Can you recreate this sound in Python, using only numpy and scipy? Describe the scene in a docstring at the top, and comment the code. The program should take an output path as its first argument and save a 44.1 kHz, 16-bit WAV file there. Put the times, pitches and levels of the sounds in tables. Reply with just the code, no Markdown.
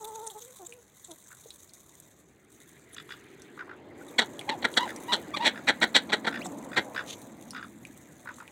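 """Ducks and hens at a winter trough

Up close, a duck fires off hoarse clucks, uneven pulses ringing throat and bill, some breaking into a squeal.
A drake rasps in soft puffs of breath; hens whine and murmur in quavering notes. Bills tick on the trough
and rustle in the feed, and feathers brush past once. Behind the open farmyard a low rush swells and fades."""
import sys
import numpy as np
from scipy import signal
from scipy.io import wavfile

SR = 44100
rng = np.random.default_rng(int(sys.argv[2]) if len(sys.argv) > 2 else 0)


def waveform_to_disk(signal):
    """Save audio, clipped to [-1, 1], as 16-bit WAV at the path in sys.argv[1]."""
    frames = np.transpose(np.atleast_2d(signal))
    scaled = np.clip(frames, -1, 1) * 32767
    samples = np.round(scaled).astype(np.int16)
    wavfile.write(sys.argv[1], SR, samples)


N = 375291
TIME = np.arange(N) / SR

# duck clucks: peak t/s, spread/s, pitch/Hz, mouth resonance/Hz, mouth level/dB, bill over mouth/dB
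DUCK_CLUCKS = [(4.192, 0.0034, 233, 1880, -17.5, -1), (4.218, 0.0063, 217.6, 1540, -33, 1),
               (4.496, 0.0021, 206.2, 1940, -26, -1), (4.63, 0.0031, 211, 1810, -41, 3),
               (4.651, 0.0032, 242.8, 1730, -19, -7.5), (4.778, 0.0043, 245.5, 1620, -20.5, 1.5),
               (5.137, 0.0062, 198, 1610, -29, 8), (5.371, .003, 284.5, 2010, -32, 1),
               (5.442, 0.0096, 277, 2020, -37.5, -1.5), (5.469, 0.008, 275.3, 1990, -21.5, 0.5),
               (5.691, 0.0069, 242.4, 1840, -18.5, -5), (5.832, 0.0066, 271, 1820, -19.5, -4.5),
               (5.964, 0.0065, 256.6, 1850, -19, 3), (6.102, 0.0041, 197, 1860, -40, 0),
               (6.135, 0.0054, 223, 1780, -21.5, -3), (6.251, 0.0025, 260, 1770, -33.5, -4.5),
               (6.277, 0.0045, 230.4, 1630, -23.5, -7), (6.78, 0.0062, 244.1, 1821, -21, -6.5)]
# resonances below and above the duck's mouth: part (0 chest, 2 bill, 3 high edge), f/Hz, width/Hz, gain/dB
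DUCK_RESONANCES = [(0, 242, 168.9, 2), (0, 513, 240, -6.5), (0, 763, 300, 4.5), (2, 3236, 480, 11.5),
                   (2, 4010, 520, 12.5), (3, 5763, 1200, -4), (3, 7780, 1100, -2), (3, 11500, 3500, -18)]
# duck squeals: t/s, length/s, top pitch/Hz, level/dB
DUCK_SQUEALS = [(4.473, 0.092, 888, -34.5), (4.783, 0.107, 1010, -32.5), (5.078, 0.13, 1023, -34.5),
                (5.335, 0.023, 1276, -27.5), (5.389, 0.078, 943, -33)]
# the duck's upward squeak: t/s, length/s, first pitch/Hz, last pitch/Hz, level/dB
DUCK_SQUEAKS = [(6.405, 0.033, 1770, 3850, -36)]
# throat colour of squeal and squeak: f/Hz, gain/dB
SQUEAL_EQ = [(400, 38), (1000, -14), (1900, -21.5), (2700, -25.5), (3800, -22), (4800, -38), (9000, -49)]
# drake rasps: t/s, length/s, throat resonance/Hz, relative level/dB, buzz over throat/dB
DRAKE_RASPS = [(1.306, .024, 1380, -57, -18), (2.967, 0.034, 1470, -50, 0.5),
               (3.093, 0.045, 1510, -48.5, -3), (3.577, .049, 1350, -45, -25),
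               (3.678, 0.054, 1290, -50, -34), (4.865, .056, 1620, -45, -11),
               (5.544, 0.049, 1520, -46, -13), (6.312, 0.08, 1550, -42, -9),
               (6.718, 0.031, 1570, -46.5, -9.5), (6.949, .06, 1450, -37, -9.5),
               (7.534, 0.062, 1310, -44.5, -10), (7.612, 0.034, 1360, -46, -13.5),
               (8.259, 0.049, 1340, -45, -29), (8.385, .039, 1240, -50, -26)]
# a hen's whine, its catch and soft clucks: t/s, length/s, first pitch/Hz, last pitch/Hz, level/dB
HEN_CALLS = [(0, 0.31, 432, 450, -44.5), (.3, 0.052, 408, 370, -51.5), (.342, 0.055, 402, 455, -44),
             (.59, 0.074, 401, 340, -46.5), (1.08, 0.068, 365, 310, -48.5)]
# the hen's throat colour: f/Hz, gain/dB
HEN_EQ = [(330, 13.5), (440, 1.5), (680, 12.5), (880, 6), (1300, -9.5), (1800, -21), (3000, -58),
          (5000, -50)]
# a hen's murmurs: t/s, length/s, first pitch/Hz, last pitch/Hz, level/dB
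HEN_MURMURS = [(.4, 0.151, 474, 527, -56.5), (.675, .14, 473, 505, -57)]
# muffled colour of a closed beak: f/Hz, gain/dB
MURMUR_EQ = [(500, -3), (1000, -23), (2000, -28), (5000, -62)]
# pecks on grain and trough: t/s, peak level/dB, ring f/Hz
BILL_PECKS = [(.301, -34.5, 3430), (0.724, -35, 2464), (1.457, -42, 470), (1.505, -32, 3900),
              (1.694, -41, 4300), (1.736, -34.5, 6700), (2.001, -32.5, 11400), (3.42, -37.5, 6050),
              (4.393, -23.5, 3360), (4.412, -31, 2140), (4.74, -26.5, 3280), (4.962, -28, 5900),
              (6.458, -27, 740), (6.465, -33.5, 5500), (7.507, -26.5, 5060), (7.851, -31.5, 2360),
              (8.478, -36.5, 2414)]
# quick scrapes of a bill in the feed: t/s, relative level/dB
BILL_SCRAPES = [(.048, -48), (0.089, -45.5), (.154, -44.5), (0.27, -44.5), (.42, -46), (.665, -46.5),
                (1.051, -45.5), (1.113, -44.5), (2.937, -44), (4.095, -48.5), (6.458, -38.5)]
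# bouts of dabbling and shuffling: t/s, length/s, relative level/dB
DABBLING_BOUTS = [(0, 0.56, -54), (0.96, 0.64, -57.5), (1.74, 0.22, -59.5), (2.53, .14, -61),
                  (2.89, 0.15, -64), (3.237, 0.22, -66.5), (4.003, 0.92, -60.5), (4.724, 0.39, -55),
                  (5.4, 0.976, -60), (6.34, 0.87, -58), (7.295, 0.4, -62.5), (7.814, 0.76, -61.5)]
# colour of the rustling feed: f/Hz, gain/dB
FEED_EQ = [(1000, 3), (2000, -13), (2900, -13.5), (3800, 3.5), (4600, -15), (5400, -21.5), (6600, 8.5),
           (8000, 4), (10000, -1.5), (16000, -6)]
# resonances of brushing feathers: f/Hz, width/Hz, gain/dB
FEATHER_RESONANCES = [(3500, 1000, 0), (6400, 910, -3), (10000, 4000, -11)]
# swell of the distant rush: t/s, drone level/dB, mids level/dB
RUSH_SWELL = [(0.9, -74, -70), (2.19, -65.5, -68), (2.42, -64.5, -71.5), (3.48, -54, -63),
              (3.67, -52.5, -58), (4.62, -46, -47), (5.26, -45.5, -49), (5.75, -48.5, -51),
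              (6.51, -41.5, -46), (6.95, -51.5, -46.5), (7.76, -51, -62), (8.5, -62.5, -60.5)]
# swell of its hiss: t/s, level/dB
HISS_SWELL = [(2.3, -70.5), (3.2, -57.5), (3.8, -61.5), (5.3, -53.5), (7.7, -65), (8.5, -62.5)]
# colours of the rush's rumble, mids and hiss: f/Hz, gain/dB
RUMBLE_EQ = [(42, -24.5), (62, -10), (130, 2), (220, -1), (450, -10.5)]
MIDS_EQ = [(300, -20), (480, 1), (650, -2), (1000, -6.5), (1400, -19), (2500, -50)]
HISS_EQ = [(900, -16), (1400, 0), (2050, 5), (2700, -7.5), (3500, -7.5), (5000, -18)]


def duck_clucks(jitter=.05, sag=.028, shimmer_db=1.9, whistle=.016, mouth_width_hz=460, split=.14, closing=1.8):
    """Each cluck catches with a falling whistle, then slowing, uneven pulses ring throat and bill."""
    out, t, count = np.zeros(N), np.arange(-SR // 20, SR // 10) / SR, np.arange(-7, 13)
    for s, spread, pitch, mouth_hz, mouth_db, bill_over_db in DUCK_CLUCKS:
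        times = (count + sag * count ** 2 + jitter * rng.standard_normal(len(count))) / pitch
        swell = np.exp(-(times / (2 * spread)) ** 2)
        linger = .054 * np.exp(-(times / (2 * spread) - 1.4) ** 2)
        creak = .05 * np.exp(-(times / (3.9 * spread)) ** 2)   # weak pulses lead in and out
        sizes = (swell + linger + creak) * from_db(shimmer_db * rng.standard_normal(len(count)))
        slaps = membrane_pulses(t, times, sizes)
        catch = whistle * np.exp(-((t + 2.1 * spread) / (.99 * spread)) ** 2)
        phase = 2 * np.pi * np.cumsum(950 * np.exp(-t / .053)) / SR
        breathy_tone = rng.standard_normal(len(t)) / 2 + sum(np.sin(k * phase) for k in range(1, 5))
        source = (slaps + catch * breathy_tone) * np.clip(t / spread / 2 + 2, 0, 1)
        # the mouth adds a close pair of resonances as part 1
        mouth_pair = [(1, mouth_hz * (1 - split), mouth_width_hz, .0059),
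                      (1, mouth_hz * (1 + split), mouth_width_hz, .0046)]
        parts = np.zeros((4, len(t)))
        for k, (part, hz, width, db) in enumerate(DUCK_RESONANCES + mouth_pair):
            ring = resonate(resonate(source, hz, width), hz, width * 2)
            parts[round(part)] += (-1) ** k * from_db(db) * rms_one(ring)
        chest, mouth, bill, edge = parts
        mouth = np.interp(t - closing * t ** 2, t, mouth)   # its ring sinks as it closes
        bill = np.interp(t - .0009, t, bill)   # rings a moment after the throat
        # against a full cluck at -19 dB, a weak one keeps more chest and loses its edge
        effort_db, bill_db = mouth_db + 19, mouth_db + bill_over_db
        layers = [(chest, -24 + .51 * effort_db), (mouth, mouth_db),
                  (bill, bill_db), (edge, bill_db - 13 + .25 * effort_db)]
        fill = np.sqrt(spread * np.sqrt(2 * np.pi) * SR / len(t))   # levels refer to the cluck's core
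        add(out, s + t[0], fill * sum(from_db(db) * rms_one(layer) for layer, db in layers))
    return out


def membrane_pulses(t, times, sizes, breath=.1, puff_s=.0018):
    """Sharp slaps of the duck's membranes, each followed by a dying puff of air."""
    clicks = np.zeros(len(t))
    clicks[np.clip(np.searchsorted(t, times), 0, len(t) - 1)] = sizes
    puffs = signal.lfilter([1], [1, -np.exp(-1 / (puff_s * SR))], clicks)
    return clicks + breath * puffs * rng.standard_normal(len(t))


def duck_squeals(top_s=.05, rise=.133, fall_s=.07, fade_db_per_s=200):
    """The pitch arches to a top, then falls and fades; a short squeal breaks off on the way up."""
    out = np.zeros(N)
    for s, length, top_hz, db in DUCK_SQUEALS:
        t = np.arange(round(length * SR)) / SR
        before, after = np.maximum(top_s - t, 0), np.maximum(t - top_s, 0)
        pitch = top_hz * (1 - rise * (before / top_s) ** 2) * np.exp(-(after / fall_s) ** 2)
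        level = from_db(db - fade_db_per_s * after) * gate(t, length, attack_s=.015, release_s=.0086)
        add(out, s, level * voice(pitch, SQUEAL_EQ, waver=.028, rough=.35))
    return out


def drake_rasps(pulse_hz=63, throat_width_hz=330, arch=.24, trim_db=-4.5):
    """Slow, separate puffs of breath; the throat opens and closes over each rasp."""
    out, t = np.zeros(N), np.arange(SR // 30) / SR
    puff = t / .0028 * np.exp(-t / .0019) + .091 * np.exp(-t / .023)
    for start, length, hz, throat_db, buzz_db in DRAKE_RASPS:
        times = start + np.linspace(0, length, round(length * pulse_hz) + 1)
        opening = np.sin(np.pi * (np.arange(len(times)) + .5) / (len(times) + .061))
        for s, effort in zip(times, rms_one(opening)):
            air = puff * rng.standard_normal(len(t))
            centre_hz = hz * (1 + arch * (effort - 1))   # stronger pulses open the throat
            throat = resonate(resonate(air, centre_hz, throat_width_hz), centre_hz, 890)
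            buzz = .39 * resonate(air, 2960, 270) + resonate(air, 3520, 200) + .5 * resonate(air, 4850, 440)
            rasp = rms_one(throat) + from_db(buzz_db) * rms_one(band(buzz, 2300, 4150))
            add(out, s - .003, from_db(throat_db + trim_db) * effort * np.sqrt(pulse_hz * t[-1]) * rasp)
    return out


def bird_notes(rows, throat, quaver_hz=12.44, quaver=.032):
    """Slightly hoarse hen or duck notes that quaver as they glide from one pitch to another."""
    out = np.zeros(N)
    for s, length, first_hz, last_hz, db in rows:
        t = np.arange(round(length * SR)) / SR
        pitch = np.geomspace(first_hz, last_hz, len(t)) * (1 + quaver * np.cos(2 * np.pi * quaver_hz * t))
        level = from_db(db) * gate(t, length, attack_s=.016, release_s=.031)
        add(out, s, level * voice(pitch, throat, waver=.017, rough=.18))
    return out


def voice(pitch, throat, waver, rough):
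    """Ten harmonics of a wavering pitch, coloured by the throat, levelled and then roughened."""
    pitch = pitch * (1 + waver * drift(382)[:len(pitch)])
    phase, k = 2 * np.pi * np.cumsum(pitch) / SR, np.arange(1, 11)[:, None]
    gains = from_db(at_hz(throat, k * pitch)) * (k * pitch < SR / 2)
    tone = np.sum(gains * np.sin(k * phase + rng.uniform(0, 2 * np.pi, k.shape)), axis=0)
    return tone / np.sqrt(np.sum(gains ** 2, axis=0) / 2) * (1 + rough * drift(600)[:len(pitch)])


def pecks(crack_s=.00055, damping=.11, edge_db=-8):
    """A bill tip cracks on grain or trough, which rings for a few cycles; low knocks are duller."""
    out, t = np.zeros(N), np.arange(SR // 20) / SR
    for s, db, hz in BILL_PECKS:
        crack = rng.standard_normal(len(t)) * (np.exp(-t / crack_s) + .16 * np.exp(-t / .0082))
        ring = resonate(resonate(crack, hz, hz * damping), hz, hz)
        tick = rms_one(ring) + from_db(edge_db) * hz / 3000 * rms_one(band(crack, 6700, 9600))
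        add(out, s, from_db(db) * tick / abs(tick).max())
    return out


def feed_rustle(grain_db=3.5, ring_db=4.5, ticks_per_s=22, tick_size=1.7, tick_s=.0018):
    """Grainy dabbling dotted with tiny ticks; louder scrapes stand out, duller than the rustle, and ring the
    bill."""
    grain = rms_one(from_db(grain_db * drift(300)))
    kicks = (rng.random(N) < ticks_per_s / SR) * np.minimum(rng.exponential(1, N), 2)
    ticks = signal.lfilter([tick_size], [1, -np.exp(-1 / (tick_s * SR))], kicks + 1e-18)
    nibbling = from_db(.9 * drift(30)) + ticks
    rustle = dabbling() * nibbling * coloured(FEED_EQ, patchy_db=2, rate=41)
    strokes = sum(from_db(db) * np.exp(-2 * ((TIME - s) / .015) ** 2) for s, db in BILL_SCRAPES)
    scrape = band(coloured(FEED_EQ, patchy_db=6.5, rate=60), 1600, 11000)
    bill_ring = from_db(ring_db) * resonate(scrape, 3590, 270)
    return grain * (rustle + strokes * rms_one(scrape + bill_ring))


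def dabbling(rise_db_per_s=244, fall_db_per_s=30, idle_db=-77):
    """The rustle's envelope: each bout comes in fast, holds and tails off to a faint floor."""
    bouts_db = [db - rise_db_per_s * np.maximum(s - TIME, 0)
                - fall_db_per_s * np.maximum(TIME - s - length, 0) for s, length, db in DABBLING_BOUTS]
    return from_db(np.maximum(np.max(bouts_db, axis=0), idle_db))


def feathers(at_s=7.108, spread_s=.039, level_db=-41.5, grain_db=3):
    """One soft swish of friction as the birds push past each other."""
    swish = np.exp(-((TIME - at_s) / spread_s) ** 4) * from_db(grain_db * drift(200))
    friction = band(rng.standard_normal(N), 1700, 8500)
    brush = sum(from_db(db) * resonate(friction, hz, width) for hz, width, db in FEATHER_RESONANCES)
    return from_db(level_db) * swish * rms_one(brush)


def distant_rush(from_hz=342, to_hz=261, pass_s=4.9, glide_s=.7, rumble_db=-60, follow=.49, lag_s=.3):
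    """A noisy drone sinks as the rush goes by, under mids and hiss; the rumble swells later and less."""
    drone_db, mids_db = in_time(RUSH_SWELL)
    hiss_db, = in_time(HISS_SWELL)
    drone_hz = from_hz + (to_hz - from_hz) * (1 + np.tanh((TIME - pass_s) / glide_s)) / 2
    wander = signal.sosfilt(signal.butter(3, 78, fs=SR, output="sos"), rng.standard_normal((2, N)))
    phase = 2 * np.pi * np.cumsum(drone_hz) / SR
    drone = rms_one(wander[0] * np.cos(phase) + wander[1] * np.sin(phase))   # a narrow band of noise
    late_swell_db = np.interp(TIME - lag_s, TIME, drone_db) - drone_db.mean()
    rumble = from_db(rumble_db + follow * late_swell_db) * coloured(RUMBLE_EQ, patchy_db=2.5, rate=16)
    mids = from_db(mids_db) * coloured(MIDS_EQ, patchy_db=1.6, rate=12)
    hiss = from_db(hiss_db) * coloured(HISS_EQ, patchy_db=3.5, rate=57)
    return rumble + from_db(drone_db) * drone + mids + hiss


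def mic_air(level_db=-70, centre_hz=89):
    """A faint, steady low bed of air moving on the microphone."""
    return from_db(level_db) * rms_one(band(rng.standard_normal(N), centre_hz / 2, centre_hz * 2))


def yard(x, ground_s=.002079, ground_db=-12, scatter_db=-21, t60_s=.13):
    """A bounce off the ground, then a short scatter from trough and fence."""
    t = np.arange(SR // 2) / SR
    tail = band(rng.standard_normal(len(t)), 220, 3800) * from_db(-60 * t / t60_s) * (t > .005)
    scatter = signal.fftconvolve(x, tail / np.sqrt(np.sum(tail ** 2)))[:N]
    return x + from_db(ground_db) * np.interp(TIME - ground_s, TIME, x) + from_db(scatter_db) * scatter


def from_db(db):
    return 10 ** (np.asarray(db) / 20)


def rms_one(x):
    return x / np.sqrt(np.mean(x ** 2) + 1e-20)


def at_hz(eq, hz):
    """An EQ curve's gain in dB, read on a log-frequency axis."""
    f, db = np.transpose(eq)
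    return np.interp(np.log(hz), np.log(f), db)


def in_time(rows):
    """Each column of an automation curve at every sample."""
    s, *columns = np.transpose(rows)
    return [np.interp(TIME, s, c) for c in columns]


def add(out, s, sound):
    """Mix a sound in from time s on."""
    start = max(round(s * SR), 0)
    out[start:start + len(sound)] += sound[:max(N - start, 0)]


def gate(t, length, attack_s, release_s):
    """A linear attack, hold and release."""
    return np.clip(np.minimum(t / attack_s, (length - t) / release_s), 0, 1)


def drift(rate):
    """Random modulation gliding through `rate` values a second; rms 1."""
    knots = rng.standard_normal(4096)
    return rms_one(np.interp(TIME * rate, np.arange(len(knots)), knots))


def resonate(x, hz, width_hz):
    """A two-pole resonance with unity gain at its peak."""
    r = np.exp(-np.pi * width_hz / SR)
    feedback = [1, -2 * r * np.cos(2 * np.pi * hz / SR), r * r]
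    return signal.lfilter(np.array([1, 0, -1]) * (1 - r * r) / 2, feedback, x + 1e-18)


def band(x, low_hz, high_hz):
    return signal.sosfilt(signal.butter(2, [low_hz, high_hz], "band", fs=SR, output="sos"), x)


def coloured(eq, patchy_db, rate):
    """Narrow bands of noise along an EQ curve, each flickering by itself; rms 1."""
    edges = np.geomspace(eq[0][0], eq[-1][0], 2 * len(eq) + 1)
    white, out = rng.standard_normal((2, N)), 0
    for k, (low, high) in enumerate(zip(edges, edges[1:])):
        gain_db = at_hz(eq, np.sqrt(low * high)) + patchy_db * drift(rate)
        out = out + band(white[k % 2], low, high) * from_db(gain_db)
    return rms_one(out)


def scene():
    """Calls and pecks share the yard's reflections; rustle, rush and air lie dry beneath them."""
    ducks = duck_clucks() + drake_rasps() + duck_squeals() + bird_notes(DUCK_SQUEAKS, SQUEAL_EQ)
    hens = bird_notes(HEN_CALLS, HEN_EQ) + bird_notes(HEN_MURMURS, MURMUR_EQ)
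    return (yard(ducks + hens + pecks()) + feed_rustle() + feathers() + distant_rush() + mic_air())[None]


def record(dry, low_cut_hz=48, high_cut_hz=15900):
    """The microphone drops the lowest bass; the top is cut steeply."""
    thin = signal.sosfilt(signal.butter(4, low_cut_hz, "high", fs=SR, output="sos"), dry)
    return signal.sosfilt(signal.ellip(10, .2, 70, high_cut_hz, fs=SR, output="sos"), thin)


dry = scene()
out = record(dry)
waveform_to_disk(out)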